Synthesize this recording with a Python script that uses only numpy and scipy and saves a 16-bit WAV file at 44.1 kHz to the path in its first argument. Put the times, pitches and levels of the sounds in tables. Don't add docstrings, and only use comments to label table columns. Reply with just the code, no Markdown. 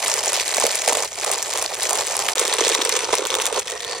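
import sys
import numpy as np
from scipy import signal
from scipy.fft import rfft, irfft
from scipy.io import wavfile

SR = 44100
rng = np.random.default_rng(int(sys.argv[2]) if len(sys.argv) > 2 else 0)


def master_out(mix):
    frames = np.transpose(np.atleast_2d(mix))
    ceiling = np.clip(frames, -1, 1)
    pcm = np.round(ceiling * 32767).astype(np.int16)
    wavfile.write(sys.argv[1], SR, pcm)


N = 176400

UPRIGHT_END_S, TILTED_START_S = 2.339, 2.351
SPLASH_RISE_S, SPLASH_DECAY_S = 0.00099, 0.0032
# t/s, level/dB
SLOSH_STRENGTH = [(0.0, -33.5), (0.05, -28.5), (0.399, -29.5), (0.439, -36), (0.649, -25.5), (0.768, -34.5),
                  (0.868, -31), (0.888, -26), (1.048, -28), (1.088, -50.5), (1.117, -37), (1.147, -45),
                  (1.167, -36.5), (1.297, -26), (1.417, -35), (1.497, -32), (1.586, -28.5), (1.656, -29.5),
                  (1.686, -44.5), (1.706, -30), (1.766, -35.5), (1.906, -26.5), (2.015, -26.5),
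                  (2.065, -38.5), (2.085, -30), (2.674, -25.5), (2.82, -28), (2.96, -26.5), (3.023, -28),
                  (3.118, -26), (3.143, -20.5), (3.163, -29), (3.263, -27), (3.283, -42), (3.312, -25),
                  (3.532, -29.5), (3.582, -22.5), (3.632, -40.5), (3.751, -33), (3.791, -41),
                  (3.931, -31.5), (3.991, -39)]


def amp(db):
    return 10 ** (np.asarray(db) / 20)


def unit(x):
    return x / np.sqrt(np.mean(x ** 2) + 1e-20)


def read(points, hz):
    f, v = np.transpose(points)
    return np.interp(np.log(hz + 1), np.log(f + 1), v)


def loudness(points):
    return amp(np.interp(np.arange(N) / SR, *np.transpose(points)))


def add(mix, start_s, sound):
    part = mix[..., max(round(start_s * SR), 0):][..., :sound.shape[-1]]
    part += sound[..., :part.shape[-1]]


def colour(x, points, low_hz=1, high_hz=1e6):
    hz = abs(np.fft.fftfreq(4096, 1 / SR)) + 1
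    gain = amp(read(points, hz)) / np.sqrt((1 + (low_hz / hz) ** 8) * (1 + (hz / high_hz) ** 8))
    log_gain = np.log(np.maximum(gain, 1e-5))
    taps = np.fft.ifft(np.exp(np.conj(signal.hilbert(log_gain)))).real
    return signal.fftconvolve(x, unit(taps)[None] / np.sqrt(len(taps)), axes=1)[:, :N]


def by_position(x, upright, tilted, **limits):
    is_upright = np.arange(N) / SR < TILTED_START_S
    return np.where(is_upright, colour(x, upright, **limits), colour(x, tilted, **limits))


def even(x, smooth_s=0.063):
    window = np.hanning(int(2 * smooth_s * SR))
    power = signal.fftconvolve(np.mean(unit(x) ** 2, 0), window / window.sum(), "same")
    return unit(x / np.sqrt(abs(power) + 0.13))


def flutter(rate_hz, depth_db):
    hz = np.fft.rfftfreq(N, 1 / SR)
    slow = unit(irfft(rfft(rng.standard_normal(N)) * np.exp(-(hz / rate_hz) ** 2), N))
    return unit(amp(depth_db * np.clip(slow, -2, 2)))


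def scatter(per_s, spread_db):
    draws = rng.standard_normal((2000, 4))
    times = (np.arange(len(draws)) + draws[:, 0]) / per_s
    sizes = amp(spread_db * np.clip(draws[:, 1], -2, 1.6))
    return np.column_stack([times, sizes, draws[:, 2:]])[(times > 0) & (times < N / SR)]


def narrow_noise(hz, width_hz):
    f = np.fft.rfftfreq(N, 1 / SR)
    return unit(irfft(rfft(rng.standard_normal((2, N))) / (1 + ((f - hz) / width_hz) ** 2), N))


def burst(rise_s, decay_s, hz, peak_db, octaves=0.37):
    t, f = np.arange(1024) / SR, np.fft.rfftfreq(1024, 1 / SR) + 1
    bump = unit(amp(peak_db * np.exp(-(np.log2(f / hz) / octaves) ** 2)))
    since_peak = t - 2 * rise_s
    envelope = np.exp(np.minimum(2 * since_peak / rise_s, -since_peak / decay_s))
    crack = irfft(rfft(rng.standard_normal((2, len(t)))) * bump) * envelope
    return crack / np.linalg.norm(crack, axis=1, keepdims=True) * np.linalg.norm(envelope)


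def room_rumble():
    # f/Hz, level/dB
    rumble_tone = [(30, -22), (80, -3), (200, -13), (1000, -38)]
    return amp(-56.5) * unit(colour(rng.standard_normal((2, N)), rumble_tone))


def sliding_hiss():
    swell = np.interp(np.arange(N) / SR, [3.82, 3.915, 4.04], [0, 1, 0])
    return amp(-34) * swell * narrow_noise(hz=4500, width_hz=260)


def jar_ringing(start_s=3.63, fade_in_s=0.063):
    # f/Hz, width/Hz, level/dB relative to the slosh
    jar_notes = [(468, 36, -6), (695, 45, -8), (1050, 110, -9), (1870, 55, -5)]
    rub = loudness(SLOSH_STRENGTH) * np.clip((np.arange(N) / SR - start_s) / fade_in_s, 0, 1)
    return rub * sum(amp(db) * even(narrow_noise(hz, width)) for hz, width, db in jar_notes)


def gulp(hz, rise_s=0.001853, decay_s=0.003, fall_s=0.004):
    t = np.arange(2048) / SR
    since_peak = t - 2 * rise_s
    cycles = np.cumsum(hz * np.exp(-0.4 * np.tanh(since_peak / fall_s))) / SR
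    envelope = np.minimum(t / rise_s, 1) * np.exp(-np.maximum(since_peak, 0) / decay_s)
    return envelope * np.sin(2 * np.pi * (cycles + rng.random((2, 1))))


def small_gulps(typical_hz=547.6):
    upright, tilted = scatter(per_s=130, spread_db=2.5), scatter(per_s=42, spread_db=2.5)
    events = np.vstack([upright[upright[:, 0] < TILTED_START_S], tilted[tilted[:, 0] >= TILTED_START_S]])
    out = np.zeros((2, N))
    for at, size, pitch, _ in events:
        add(out, at, size * gulp(typical_hz * np.exp(0.32 * max(pitch, -0.7))))
    return out


def big_gulps(jar_hz=466):
    # t/s, level/dB, f/Hz
    pockets = [(0.2712, -16, 760), (0.5803, -11.5, 650), (0.6215, -14.5, 945), (0.6377, -10.5, 557),
               (0.6508, -13, 573), (0.8764, -9, 637), (0.8997, -14.5, 560), (0.9222, -12, 900),
               (0.9696, -14.5, 615), (1.2987, -15, 650), (1.9257, -18.5, 830), (2.4132, -14, 473),
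               (2.482, -19, 457), (2.586, -17, 462), (2.61, -10.5, 442), (2.6662, -13.5, 500),
               (2.7166, -17, 450), (2.788, -18, 360), (2.822, -22, 370), (3.1285, -9.5, 530),
               (3.136, -11.5, 965), (3.191, -15, 476), (3.2188, -16.5, 426), (3.5252, -16.5, 490),
               (3.5781, -16.5, 485)]
    # f/Hz, level/dB
    thump_tone = [(60, -28), (170, -12.5), (260, 6.5), (1000, -4)]
    gulps, slaps = np.zeros((2, 2, N))
    for at, db, hz in pockets:
        add(gulps, at, amp(db - 2.5) * gulp(hz))
        slap_db = 2 * db + 5
        add(slaps, at, amp(slap_db) * burst(SPLASH_RISE_S, SPLASH_DECAY_S, hz=1110, peak_db=4))
    hollow_note = signal.lfilter(*signal.iirpeak(jar_hz, Q=12, fs=SR), gulps)
    thumps = amp(-9.5) * colour(slaps, thump_tone, high_hz=1330)
    return gulps + hollow_note + thumps, slaps


def liquid_splashes(typical_hz=3400):
    out = np.zeros((2, N))
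    for at, size, _, brightness in scatter(per_s=85, spread_db=1.8):
        hz = typical_hz * np.exp(0.68 * brightness)
        add(out, at, size * burst(SPLASH_RISE_S, SPLASH_DECAY_S, hz, peak_db=5))
    return out


def liquid_slosh(churn, splashes, ticks, gulps):
    # f/Hz, level/dB
    upright = [(71, -41), (120, -38), (156, -25), (260, -20), (420, -5), (720, -2.5), (1030, -1.5),
               (1320, -6), (1500, -10), (1950, -17), (3300, -120)]
    tilted = [(90, -27.5), (231, -24), (450, -1.5), (532, -1.5), (631, -11), (739, -9), (952, -3),
              (1500, -8), (1950, -44), (3300, -120)]
    stirred = unit(churn + 0.87 * unit(splashes) + 0.5 * unit(ticks))
    body = by_position(stirred, upright, tilted, high_hz=1450)
    bubbling = by_position(gulps, upright, tilted)
    return loudness(SLOSH_STRENGTH) * (amp(-3.5) * even(body) + amp(-4.5) * even(bubbling))


def bit_ticks(typical_hz=6400, rise_s=0.00025, typical_decay_s=0.0011):
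    out = np.zeros((2, N))
    for at, size, pitch, length in scatter(per_s=185, spread_db=6):
        hz = typical_hz * np.exp(0.4 * max(pitch, -1))
        decay_s = typical_decay_s * np.exp(0.64 * length)
        add(out, at, size * burst(rise_s, decay_s, hz, peak_db=10.5))
    return out


def wall_rattle(fizz, splashes, ticks, slaps):
    # t/s, level/dB
    strength = [(0.0, -29), (0.06, -22.5), (0.19, -26), (0.399, -22), (0.429, -25), (0.539, -25.5),
                (0.619, -23.5), (0.868, -26.5), (0.885, -23.5), (1.018, -24.5), (1.088, -35),
                (1.155, -34.5), (1.2, -28), (1.327, -25.5), (1.407, -31), (1.427, -29), (1.656, -26),
                (1.686, -34.5), (1.736, -27), (1.766, -32.5), (1.836, -23.5), (1.916, -28), (2.005, -22.5),
                (2.055, -31.5), (2.075, -26.5), (2.115, -27), (2.235, -26.5), (2.295, -24), (2.345, -29.5),
                (2.395, -22), (2.464, -25.5), (2.745, -20.5), (2.762, -28), (2.953, -22.5), (3.113, -30.5),
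                (3.133, -24), (3.233, -33.5), (3.302, -28), (3.462, -27), (3.492, -31.5), (3.592, -25),
                (3.652, -41.5), (3.672, -29.5), (3.771, -36), (3.931, -31), (3.991, -36)]
    # f/Hz, level/dB
    upright = [(820, -30.5), (1400, -4), (1920, 1), (2430, 2), (2690, -1.5), (4120, -2.5), (6140, -1.5),
               (7450, -1.5), (10900, -9.5), (12900, -19.5), (14600, -18), (16000, -30)]
    tilted = [(820, -22), (1400, -11), (1700, 0.5), (2480, 1.5), (2950, -2.5), (3540, 0), (4960, -6.5),
              (5950, -1), (6660, -4.5), (8860, -5), (11700, -20.5), (14700, -30), (16000, -39)]
    patter = amp(-5) * even(ticks) + amp(-6) * even(splashes) + amp(-7.5) * even(fizz)
    return by_position(slaps + loudness(strength) * patter, upright, tilted, low_hz=1340)


def hard_knocks(rise_s=0.00023, wall_hz=3560):
    # t/s, level/dB, brightest f/Hz
    hits = [(0.0807, -10, 7370.0), (0.1397, -7, 5950), (0.188, -13, 5530.0), (0.2588, -10, 7000),
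            (0.3313, -9.5, 8100), (0.365, -11, 5370.0), (0.5457, -10.5, 5900), (0.569, -9, 6500),
            (0.5995, -11.5, 6760), (0.6664, -6.5, 7690.0), (0.7547, -9, 7840), (0.819, -14, 3970),
            (0.8778, -11, 6560.0), (0.8866, -7, 6460), (0.931, -11, 5840.0), (1.0475, -15.5, 6680.0),
            (1.2462, -10, 7110.0), (1.315, -8, 6400), (1.335, -12.5, 6990.0), (1.382, -17, 7000.0),
            (1.4264, -12, 6800), (1.5358, -12, 6050.0), (1.5744, -11, 5540), (1.6245, -10.5, 7250),
            (1.6394, -23, 6310), (1.703, -21, 3000), (1.7447, -15.5, 7170), (1.8252, -15.5, 3500),
            (1.8317, -10.5, 6800), (1.8941, -10.5, 6800), (1.9003, -14, 6860), (1.908, -12.5, 6440),
            (1.931, -9.5, 7570.0), (1.954, -14, 7280.0), (1.974, -13.5, 6430), (2.0692, -14, 7050),
            (2.167, -10, 7100), (2.1915, -9.5, 6093), (2.2867, -7.5, 3370), (2.355, -12.0, 7550),
            (2.381, -11.5, 3800.0), (2.3946, -6.5, 6940.0), (2.399, -9, 7400), (2.4522, -12, 5220.0),
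            (2.4791, -10.5, 6400), (2.5383, -8.5, 7860.0), (2.584, -14, 4000.0), (2.649, -12, 5450),
            (2.6814, -8.5, 6290.0), (2.6913, -9, 7100), (2.749, -6.5, 5070.0), (2.8167, -10.5, 3900),
            (2.85, -9.5, 7120.0), (2.8928, -8.5, 6610.0), (2.966, -10, 6200), (3.153, -11, 7600),
            (3.184, -11.5, 4760), (3.2523, -12.5, 4100), (3.2693, -13, 7400), (3.303, -14.5, 3660),
            (3.341, -12.5, 2930), (3.3517, -9.5, 5165), (3.4, -14.5, 2190), (3.419, -11, 7200),
            (3.4555, -9.5, 6460), (3.4657, -8.5, 5550), (3.545, -19.5, 3600), (3.5955, -13, 7440),
            (3.679, -20.5, 2520), (3.701, -18, 6950), (3.719, -18.5, 6270), (3.8049, -20.5, 4300),
            (3.8212, -26, 4290), (3.847, -19, 4570)]
    # f/Hz, level/dB
    knock_tone = [(400, -6), (1000, 1), (2200, 3), (5000, -3.5), (8500, 2), (11000, -1), (13000, -10),
                  (15500, -6.5)]
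    knocks = np.zeros((2, N))
    for at, db, hz in hits:
        snap = burst(rise_s, decay_s=0.0005, hz=hz, peak_db=20, octaves=0.92)
        spatter = burst(rise_s, SPLASH_DECAY_S, hz=1100, peak_db=9)
        add(knocks, at, amp(db) * (snap + amp(-11) * spatter))
    is_tilted = np.arange(N) / SR > TILTED_START_S
    ring = amp(4) * signal.lfilter(*signal.iirpeak(wall_hz, Q=11, fs=SR), knocks * is_tilted)
    return colour(knocks + ring, knock_tone, low_hz=347)


def microphones(x):
    # f/Hz, phase/rad
    left_lead = [(100, 0), (650, -.4), (1050, .2), (2600, -.1), (3400, .6), (4700, .1), (5500, -.8),
                 (6600, -1.25), (16000, -1.35)]
    # f/Hz, level/dB
    balance = [(60, 0), (170, -3), (330, -1), (640, -8), (1410, -2.5), (3100, 0), (6800, 0.5),
               (15000, -0.5)]
    # f/Hz, level/dB
    scattered_tone = [(100, -15.5), (500, -15), (1900, -33), (2900, -3.5), (5000, -8), (6000, -5.5),
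                      (10000, -14), (13000, -6)]
    hz = np.fft.rfftfreq(N, 1 / SR)
    direct, scattered = rfft(x)
    left_over_right = amp(read(balance, hz)) * np.exp(1j * read(left_lead, hz))
    side = direct * (left_over_right - 1) / (left_over_right + 1)
    side += scattered * amp(read(scattered_tone, hz))
    return irfft(np.array([direct + side, direct - side]), N)


def room_echo(x, fade_s=0.16):
    t = np.arange(SR // 3) / SR
    tail = rng.standard_normal((2, len(t))) * amp(-60 * t / fade_s) * (t > 0.003)
    return amp(-17) * signal.fftconvolve(x, tail / np.linalg.norm(tail[0]), axes=1)[:, :N]


def scene():
    ticks, splashes, gulps = bit_ticks(), liquid_splashes(), small_gulps()
    glugs, slaps = big_gulps()
    fizz, churn = rng.standard_normal((2, 2, N)) * flutter(rate_hz=90, depth_db=2.5)
    wall = wall_rattle(fizz, splashes, ticks, slaps) + hard_knocks()
    liquid = liquid_slosh(churn, splashes, ticks, gulps) + glugs
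    near = microphones(wall + liquid + jar_ringing() + sliding_hiss() + room_rumble())
    return near + room_echo(near)


def record(dry, fade_s=0.0059, top_hz=16000):
    t = np.arange(N) / SR
    gate = np.clip(np.maximum(UPRIGHT_END_S - t, t - TILTED_START_S) / fade_s, 0, 1)
    rounded = dry / (1 + abs(dry) ** 6) ** (1 / 6)
    low_pass = signal.firwin(401, top_hz, window=("kaiser", 8), fs=SR)
    return signal.oaconvolve(gate * rounded, low_pass[None], "same")


dry = scene()
out = record(dry)
master_out(out)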